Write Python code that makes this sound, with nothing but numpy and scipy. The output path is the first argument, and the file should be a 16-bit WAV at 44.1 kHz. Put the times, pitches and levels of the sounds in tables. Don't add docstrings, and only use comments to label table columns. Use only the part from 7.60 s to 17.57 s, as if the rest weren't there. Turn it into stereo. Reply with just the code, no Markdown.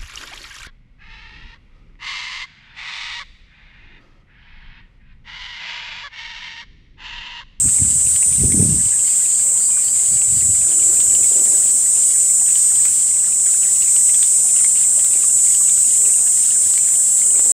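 import sys
import numpy as np
from scipy import signal
from scipy.fft import rfft, irfft, next_fast_len
from scipy.io import wavfile
from scipy.ndimage import uniform_filter1d

SR = 44100
rng = np.random.default_rng(int(sys.argv[2]) if len(sys.argv) > 2 else 0)


def output_pcm(signal):
    pcm = np.clip(np.atleast_2d(signal).T, -1, 1) * 32767
    wavfile.write(sys.argv[1], SR, np.round(pcm).astype(np.int16))


def attenuation_scalar(level_db):
    decades = np.asarray(level_db, float) / 20
    return 10 ** decades


N = 439677

# [f/Hz, density/dB per Hz]
AIR_SPECTRUM = [(15, -44), (25, -14), (92, 2), (147, -4.5), (201, -0.5), (280, -5), (1060, -7.5),
                (1580, -13), (2200, -7.5), (2570, -10.5), (2940, -6), (4010, -9), (5000, -2), (6500, -31),
                (11000, -120)]
# [t/s, length/s, f/Hz, level/dB]
HOOTS = [(1.82, 0.17, 520, -59), (2.095, 0.13, 2400, -55.5), (2.5, 0.16, 500, -59.5),
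         (2.516, .12, 747, -61), (2.932, 0.28, 679, -60.5), (3.047, 0.33, 343.5, -55),
         (6.479, .16, 690, -62), (8.37, 0.15, 440, -57), (8.49, 0.29, 714, -62), (1.478, .06, 2550, -58)]
# [t/s, level/dB]
CHIRPS = [(1.42, -64), (1.7, -63), (1.97, -61), (2.22, -62), (2.46, -64), (2.7, -65)]
# [peak t/s, level/dB, time to fall 10 dB/s]
GUSTS = [(.055, -25.5, 0.07), (.225, -25, 0.06), (.33, -29.5, .07), (.49, -34.5, 0.1), (.7, -30.5, 0.05),
         (.84, -21, 0.07), (.94, -19, 0.13), (1.03, -18, 0.0843), (1.14, -24, .07), (1.23, -31, 0.02),
         (1.39, -39.5, -0.1), (2.53, -35, 0.06), (2.75, -32.5, 0.1), (2.86, -32.5, 0.13), (3.01, -42, 0.02),
         (3.14, -45, 0.2), (3.33, -49, 0.5), (3.48, -43.5, 0.15), (3.61, -43, 0.1)]
# [peak t/s, level/dB, time to fall 10 dB/s]
SLEEVE = [(3.11, -52, 0.2), (3.33, -48.5, 0.25), (3.54, -46, 0.17), (3.78, -39.5, 0.16), (3.98, -49, 0.3),
          (4.385, -50, 0.1), (4.62, -49, 0), (7.545, -50, 0.1), (7.62, -56, .02), (9.901, -42.5, 0.2)]
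# [t/s, peak level/dB, f/Hz, share of snap]
LEAF_TICKS = [(0.1855, -25, 2190, 0.7), (0.562, -18, 3050, 0.7), (0.6281, -19, 2640, 0.63),
              (0.761, -22, 3940, 0.5), (0.9216, -19, 2160, 0.7), (2.283, -21.5, 3100, 0.48),
              (2.6179, -22, 2750, 0.61), (3.1976, -21, 2920, 0.38), (3.4034, -20, 4460, 1),
              (3.551, -19, 2900, 0.7), (3.643, -24, 2200, 0.98), (4.9555, -19, 3000, 0.39),
              (5.156, -24, 3130, 0.44), (5.254, -21, 2500, 1), (5.4296, -25, 3140, 0.53),
              (6.0313, -21, 2950, 0.32), (6.222, -18.5, 2800, 0.45), (6.364, -18.5, 2920, 0.81),
              (6.494, -21.5, 2050, 0.7), (6.544, -19, 3350, 0.61), (6.6288, -15.5, 3560, 0.64),
              (6.9631, -23, 2780, 0.7), (7.046, -16, 2160, 0.58), (7.393, -22, 3190, 0.63),
              (7.9483, -20.5, 2980, 0.99), (8.0965, -24, 3810, 0.95), (8.906, -21, 2920, 0.61),
              (9.1378, -20.5, 4000, 0.87), (9.1773, -21, 2290, 0.7), (9.616, -22, 2150, 0.48)]
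# [t/s, peak level/dB, f/Hz]
KNOCKS = [(1.955, -35, 999), (2.09, -33, 1010), (2.175, -32, 1170), (4.813, -31, 770), (5.575, -39, 1100),
          (6.849, -34, 786), (7.376, -31, 618), (7.639, -28, 1160), (8.007, -30, 1150)]
# [t/s, peak level/dB]
TWIG_SNAPS = [(.562, -22), (1.25, -23), (2.245, -20), (5.256, -20), (6.627, -27), (7.446, -15),
              (9.178, -18)]
# (t/s, peak level/dB, duration/ms)
FINGER_TAP = (9.7955, -11.5, 0.42)
# [t/s, jump/cycles per s]
SURGES = [(-.3, 1), (.16, 1.6), (.58, .8), (1.02, 2.8), (1.61, 1), (2.19, .8), (2.59, .5), (2.96, 2.2),
          (3.22, 1.9), (3.65, .6), (4.1, 1), (4.82, 2.5), (4.94, 1.6), (5.5, .8), (6.28, 1.3), (6.57, .9),
          (7.06, 1), (7.35, 1.2), (7.58, 1.4), (8.1, .8), (8.98, .6), (9.17, 1.2)]
# [delay/ms, favoured f/Hz, level/dB]
RIBS = [
    (0, 7300, 0.5),
    (0.549, 8400, -9),
    (1.152, 8400, -12),
    (1.797, 8850, -3),
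]
# [f/Hz, density/dB per Hz]
BODY = [(2470, -53), (4200, -28), (4980, -41), (5250, -12.5), (5770, -14.5), (6540, -11.5), (7100, -8.5),
        (8180, 4), (8640, -5), (9580, -11), (10200, -18), (12700, -25), (14800, -25), (15500, -37.5)]
# [f/Hz, width/Hz, lift/dB]
RINGS = [(5070, 77, -8), (6415, 390, 10), (6500, 120, -5), (6903, 140, 13.5), (7300, 250, 8.5),
         (7940, 280, 9), (8400, 550, 7.5), (8868, 175, 11.5), (10000, 370, 8), (10520, 210, 9),
         (10800, 133, 12.5), (11500, 230, 7), (12370, 150, 8.5), (13600, 790, -2), (14200, 250, 3),
         (14600, 300, 9), (15250, 250, 8), (15500, 320, 11)]
# [t/s, nearness/dB, facing/dB, place of second membrane/cycles]
MIC_PATH = [(0, -3, -1, 0.43), (.55, -2.5, 3.5, 0.44), (1.0, -4.5, 5.5, 0.44), (1.6, -3, -2, 0.42),
            (1.9, -4.5, -2, 0.44), (2.8, -2.5, -3, 0.47), (3.3, 1.5, -3.3, 0.44), (3.65, 1.7, -3, 0.48),
            (3.85, 2.5, 1.5, .53), (4.5, 0, 1, 0.44), (4.9, 3, 1, 0.47), (5.6, -1.5, 1, .45),
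            (6.2, 0, 0.5, .45), (6.4, 3.5, 2.5, 0.47), (7.3, 0.3, 0.5, .45), (8.2, 3, .4, 0.48),
            (8.9, 0.5, 1.4, .43), (9.9, 0.4, -3, .5)]
# [level/dB, share of nearness, share of facing]
SONG_PARTS = [
    (-36.5, 0.47, 0.38),
    (-21, 0.54, -0.63),
    (-18, 0.4, -0.29),
    (-18.5, 0.18, 0.44),
    (-32, 0.47, -.09),
]


def read(points, hz):
    f, value = np.transpose(points)
    return np.interp(np.log(hz + 1), np.log(f + 1), value)


def evened(x):
    return x / np.sqrt(np.mean(x ** 2) + 1e-20)


def smooth_twice(x, size):
    return uniform_filter1d(uniform_filter1d(x, size=size), size=size)


def step_up(hz, at_hz, width_hz):
    return 1 / (1 + np.exp((at_hz - hz) / width_hz))


def drift(t, top_hz, count):
    f = np.geomspace(top_hz / 20, top_hz, num=12)[:, None, None]
    phase = rng.random((12, count, 1))
    return np.sin(2 * np.pi * (f * t + phase)).sum(axis=0) / np.sqrt(6)


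def clicks(seconds, sizes):
    at, near = seconds * SR + 16, np.arange(-8, 9)
    offset = near - (at % 1)[:, None]
    pulse = sizes[:, None] * np.sinc(offset) * np.cos(np.pi * offset / 20) ** 2
    places = at.astype(int)[:, None] + near
    return np.bincount(places.ravel(), pulse.ravel(), N + SR)[16:N + 16]


def shaped(points):
    size = next_fast_len(N)
    gain = attenuation_scalar(read(points, np.fft.rfftfreq(size, 1 / SR)))
    return evened(irfft(rfft(rng.standard_normal(size)) * gain, size)[:N])


def add(mix, s, sound):
    part = mix[round(s * SR):][:len(sound)]
    part += sound[:len(part)]


def air():
    hum_hz, hum_db, air_db, gusty_db = 101, -56, -40.5, 4.0
    slow = np.arange(0, N + 441, 441) / SR
    t = np.arange(N) / SR
    swell, waver, throb, stir = (np.interp(t, slow, c) for c in drift(slow, 16, count=4))
    hum = attenuation_scalar(hum_db + 2.0 * throb) * np.sin(2 * np.pi * np.cumsum(hum_hz + 2.3 * waver) / SR)
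    wash = shaped(AIR_SPECTRUM)
    traffic = signal.sosfiltfilt(signal.butter(2, 1600, fs=SR, output="sos"), wash)
    hiss = attenuation_scalar(gusty_db * np.tanh(stir) - 1.0) * (wash - traffic)
    return attenuation_scalar(air_db - 1.5) * (attenuation_scalar(0.83 * swell) * traffic + hiss) + hum


def horns():
    out = np.zeros(N)
    for s, length, hz, db in HOOTS:
        t = np.arange(round(length * SR)) / SR
        add(out, s, attenuation_scalar(db + 12) * np.sin(2 * np.pi * hz * t) * signal.windows.tukey(len(t), .5))
    return out


def bird():
    low_hz, high_hz, chirp_s = 4150, 4980, .14
    out, u = np.zeros(N), np.linspace(0, 1, round(chirp_s * SR))
    for s, db in CHIRPS:
        hoarse_hz = 2000 * uniform_filter1d(rng.standard_normal(len(u)), size=150)
        hz = low_hz + (high_hz - low_hz) * np.sin(np.pi / 2 * u) + hoarse_hz
        whistle = np.sin(2 * np.pi * np.cumsum(hz) / SR) * np.sin(np.pi * u) ** .7
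        add(out, s, attenuation_scalar(db + 12) * whistle)
    blur = rng.standard_normal(3000) * np.exp(-np.arange(3000) / SR / .02)
    return out + 3.0 * signal.oaconvolve(out, blur / np.linalg.norm(blur))[:N]


def swells(t, rows):
    s, db, fall = np.transpose(rows)[:, :, None]
    u = (t - s) / np.maximum(fall, .01)
    rise_share = 0.85
    power = attenuation_scalar(db - 10 * np.maximum(u, -u / rise_share)) ** 2
    return 10 * np.log10(power.sum(axis=0) + 1e-12)


def wind():
    lumpy_db = 3.5
    frames, hz = N // 256 + 5, np.fft.rfftfreq(1024, 1 / SR)[:, None]
    t = np.arange(frames) * 256 / SR
    gust_db = swells(t, GUSTS)
    corner_hz = 145 * attenuation_scalar(0.32 * (np.maximum(gust_db, -60) + 32.5))
    gust = 1 / (1 + (hz / corner_hz) ** 3.74)
    gain = gust / np.sqrt((gust ** 2).sum(axis=0)) * attenuation_scalar(gust_db)
    rub = (hz / 300) ** 2.97 / (1 + (hz / 330) ** 5.0)
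    gain += rub / np.linalg.norm(rub) * attenuation_scalar(swells(t, SLEEVE) - 1.0)
    a, b = rng.standard_normal((frames, 513, 2)).T
    rumble = signal.istft(gain * (a + 1j * b), nperseg=1024, noverlap=768)[1][:N]
    lumps = evened(smooth_twice(rng.standard_normal(N), 350))
    low_cut = signal.butter(3, 70, "high", fs=SR, output="sos")
    return signal.sosfilt(low_cut, attenuation_scalar(5.0 + lumpy_db * lumps) * rumble)


def tick(hz, cycles, snap):
    t = np.arange(900) / SR
    modes = np.sin(2 * np.pi * hz * t) + .3 * np.sin(2 * np.pi * 1.5 * hz * t)
    noise = uniform_filter1d(rng.standard_normal(len(t)), size=4)
    crack = signal.lfilter([1, -1], [1, -.8], noise) * np.exp(-t / 0.00087)
    return modes * np.tanh(t * hz / 2) * np.exp(-t * hz / cycles) + 2.1 * np.maximum(snap, 0) * crack


def crackle():
    per_s, level_db, spread_db, lift_db = 150.0, -50.5, 5.5, 12
    out = np.zeros(N)
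    clumps = attenuation_scalar(6.0 * evened(uniform_filter1d(rng.standard_normal(N), 1400)))
    tick_db = level_db + spread_db * np.minimum(rng.exponential(1, N), 2.5)
    size = attenuation_scalar(tick_db) * (rng.random(N) < per_s / SR * clumps)
    leaf = rng.integers(0, 16, size=N)
    for k, hz in enumerate(np.geomspace(1400, 5000, num=16)):
        grain = tick(hz, cycles=5, snap=.15) * attenuation_scalar(lift_db / (1 + ((hz - 2700) / 900) ** 2))
        out += signal.oaconvolve(size * (leaf == k), grain)[:N]
    return out


def leaves():
    out = np.zeros(N)
    for s, db, hz, snap in LEAF_TICKS:
        add(out, s, attenuation_scalar(db - 0.5) * tick(hz, cycles=5, snap=snap))
    for s, db, hz in KNOCKS:
        add(out, s, attenuation_scalar(db) * tick(hz, cycles=5.8, snap=0.048))
    for s, db in TWIG_SNAPS:
        burst = signal.lfilter([1, -1], [1, -.7], rng.standard_normal(299))
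        add(out, s, attenuation_scalar(db) * burst * np.exp(-np.arange(299) / SR / .0011))
    out += crackle()
    echo_s = np.r_[0, rng.uniform(.002, .02, 8)]
    echo_size = np.r_[1, .12 * rng.choice([-1., 1.], 8)]
    out = signal.oaconvolve(out, clicks(echo_s, echo_size)[:1000])[:N]
    tap_s, tap_db, tap_ms = FINGER_TAP
    u = np.arange(400) / SR / (0.00085 * tap_ms)
    add(out, tap_s, attenuation_scalar(tap_db) * (1 - u) * np.exp(-u) * np.tanh(7.1 * u))
    return out


def muscle(t):
    rest_hz, surge_s, sag_s, flutter_hz = 206.8, .06, .45, .25
    slow = t[::441]
    s, jump = np.transpose(SURGES)[:, :, None]
    rise = np.clip((slow - s) / surge_s + 1, 0, 1)
    lift = jump * rise * np.exp(-np.maximum(slow - s, 0) / sag_s)
    flutter = flutter_hz * drift(slow, 10, count=1)[0]
    return np.interp(t, slow, rest_hz + lift.sum(axis=0) + flutter)


def ring(gain_db):
    sweep_ms_per_khz = 0.27
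    khz = np.fft.rfftfreq(4096, 1000 / SR) - 8
    sweep = np.exp(-1j * np.pi * sweep_ms_per_khz * khz ** 2)
    return np.roll(irfft(attenuation_scalar(gain_db) * sweep), 1024)[:2048] * np.hanning(2048)


def rib_snaps(beat, place, delay_ms, rib_db):
    wander_ms, shake_ms, uneven, second_db = .028, 0.007, 0.13, -1.5
    train = np.zeros(N)
    for start, side_db in ((0, 0), (place / 208, second_db)):
        wander = drift(beat, 0.5915, count=1)[0]
        shake, size = rng.standard_normal((2, len(beat)))
        late = 1e-3 * (delay_ms + wander_ms * wander + shake_ms * shake)
        train += clicks(np.maximum(beat + start + late, 0), attenuation_scalar(rib_db + side_db) * (1 + uneven * size))
    return train


def abdomen(beat, gain_db):
    between = (beat[1:] + beat[:-1]) / 2 + 1e-3 * .03 * drift(beat[1:], 1.5, count=1)[0]
    both = np.maximum(np.r_[beat, between], 0)
    strokes = clicks(both, np.r_[np.ones(len(beat)), np.full(len(beat) - 1, .65)])
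    return evened(signal.oaconvolve(strokes, ring(gain_db), "same"))


def under_branch(song):
    bend_db, leaf_sway_db = -39.0, .7
    t, size = np.arange(N) / SR, next_fast_len(N)
    s, near_db, facing_db, _ = np.transpose(MIC_PATH)
    hz = np.fft.rfftfreq(size, 1 / SR)
    whole = rfft(song, size) + attenuation_scalar(bend_db) * rfft(song ** 2, size) * (hz > 12000)
    steps = [1] + [1 / (1 + np.exp((f - hz) / 60)) for f in (6550, 7600, 8200, 9500)] + [0]
    out = np.zeros(N)
    shade = leaf_sway_db * drift(t[::441], 6, count=5)
    for k, (db, near, facing) in enumerate(SONG_PARTS):
        band = irfft(whole * (steps[k] - steps[k + 1]), size)[:N]
        held = band / np.sqrt(smooth_twice(band ** 2, 6000))
        path_db = np.interp(t, s, db + near * near_db + facing * facing_db)
        out += attenuation_scalar(path_db + np.interp(t, t[::441], shade[k])) * held
    return out


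def cicada():
    slip_ms, rasp_db, thrum_db = 0.024, -9, -23.0
    t, hz = np.arange(N) / SR, np.fft.rfftfreq(4096, 1 / SR)
    s, _, _, place = np.transpose(MIC_PATH)
    beat = np.interp(np.arange(2070), np.cumsum(muscle(t)) / SR, t)
    beat = beat + 0.00093 * slip_ms * np.convolve(rng.standard_normal(len(beat)), np.hanning(7), "same")
    body_db = read(BODY, hz) + sum(db / (1 + (2 * (hz - f) / w) ** 2) for f, w, db in RINGS)
    below = 1 - step_up(hz, 6550, 100)
    song = np.zeros(N)
    for delay_ms, rib_hz, db in RIBS:
        train = rib_snaps(beat, np.interp(beat, s, place), delay_ms, db)
        favour_db = 6.8 / (1 + ((hz - rib_hz) / 500) ** 2) - 10 * below
        song += signal.oaconvolve(train, ring(body_db + favour_db), "same")
    echoes = clicks(np.r_[0, .0008, .0016, .0031, .0056], np.r_[1, .25, -.3, .3, .3])[:400]
    song = evened(signal.oaconvolve(song, echoes)[:N])
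    song += attenuation_scalar(rasp_db) * evened(signal.oaconvolve(rng.standard_normal(N), ring(body_db), "same"))
    song += attenuation_scalar(thrum_db) * abdomen(beat, body_db - 40 * (1 - below))
    return under_branch(song)


def scene():
    return np.tile(air() + horns() + bird() + wind() + leaves() + cicada(), (2, 1))


def top_cut(x):
    return signal.sosfilt(signal.butter(12, 16700, fs=SR, output="sos"), x)


def record(dry):
    end_s, fade_s, edge_hz = 9.919, 0.00067, 15730
    open_gate = np.clip((end_s - np.arange(N) / SR) / fade_s, 0, 1)
    edge = signal.firwin(1023, edge_hz, window=("kaiser", 9), fs=SR)
    mix = signal.oaconvolve(dry * open_gate, edge[None], "same")
    return top_cut(mix)


dry = scene()
out = record(dry)
output_pcm(out)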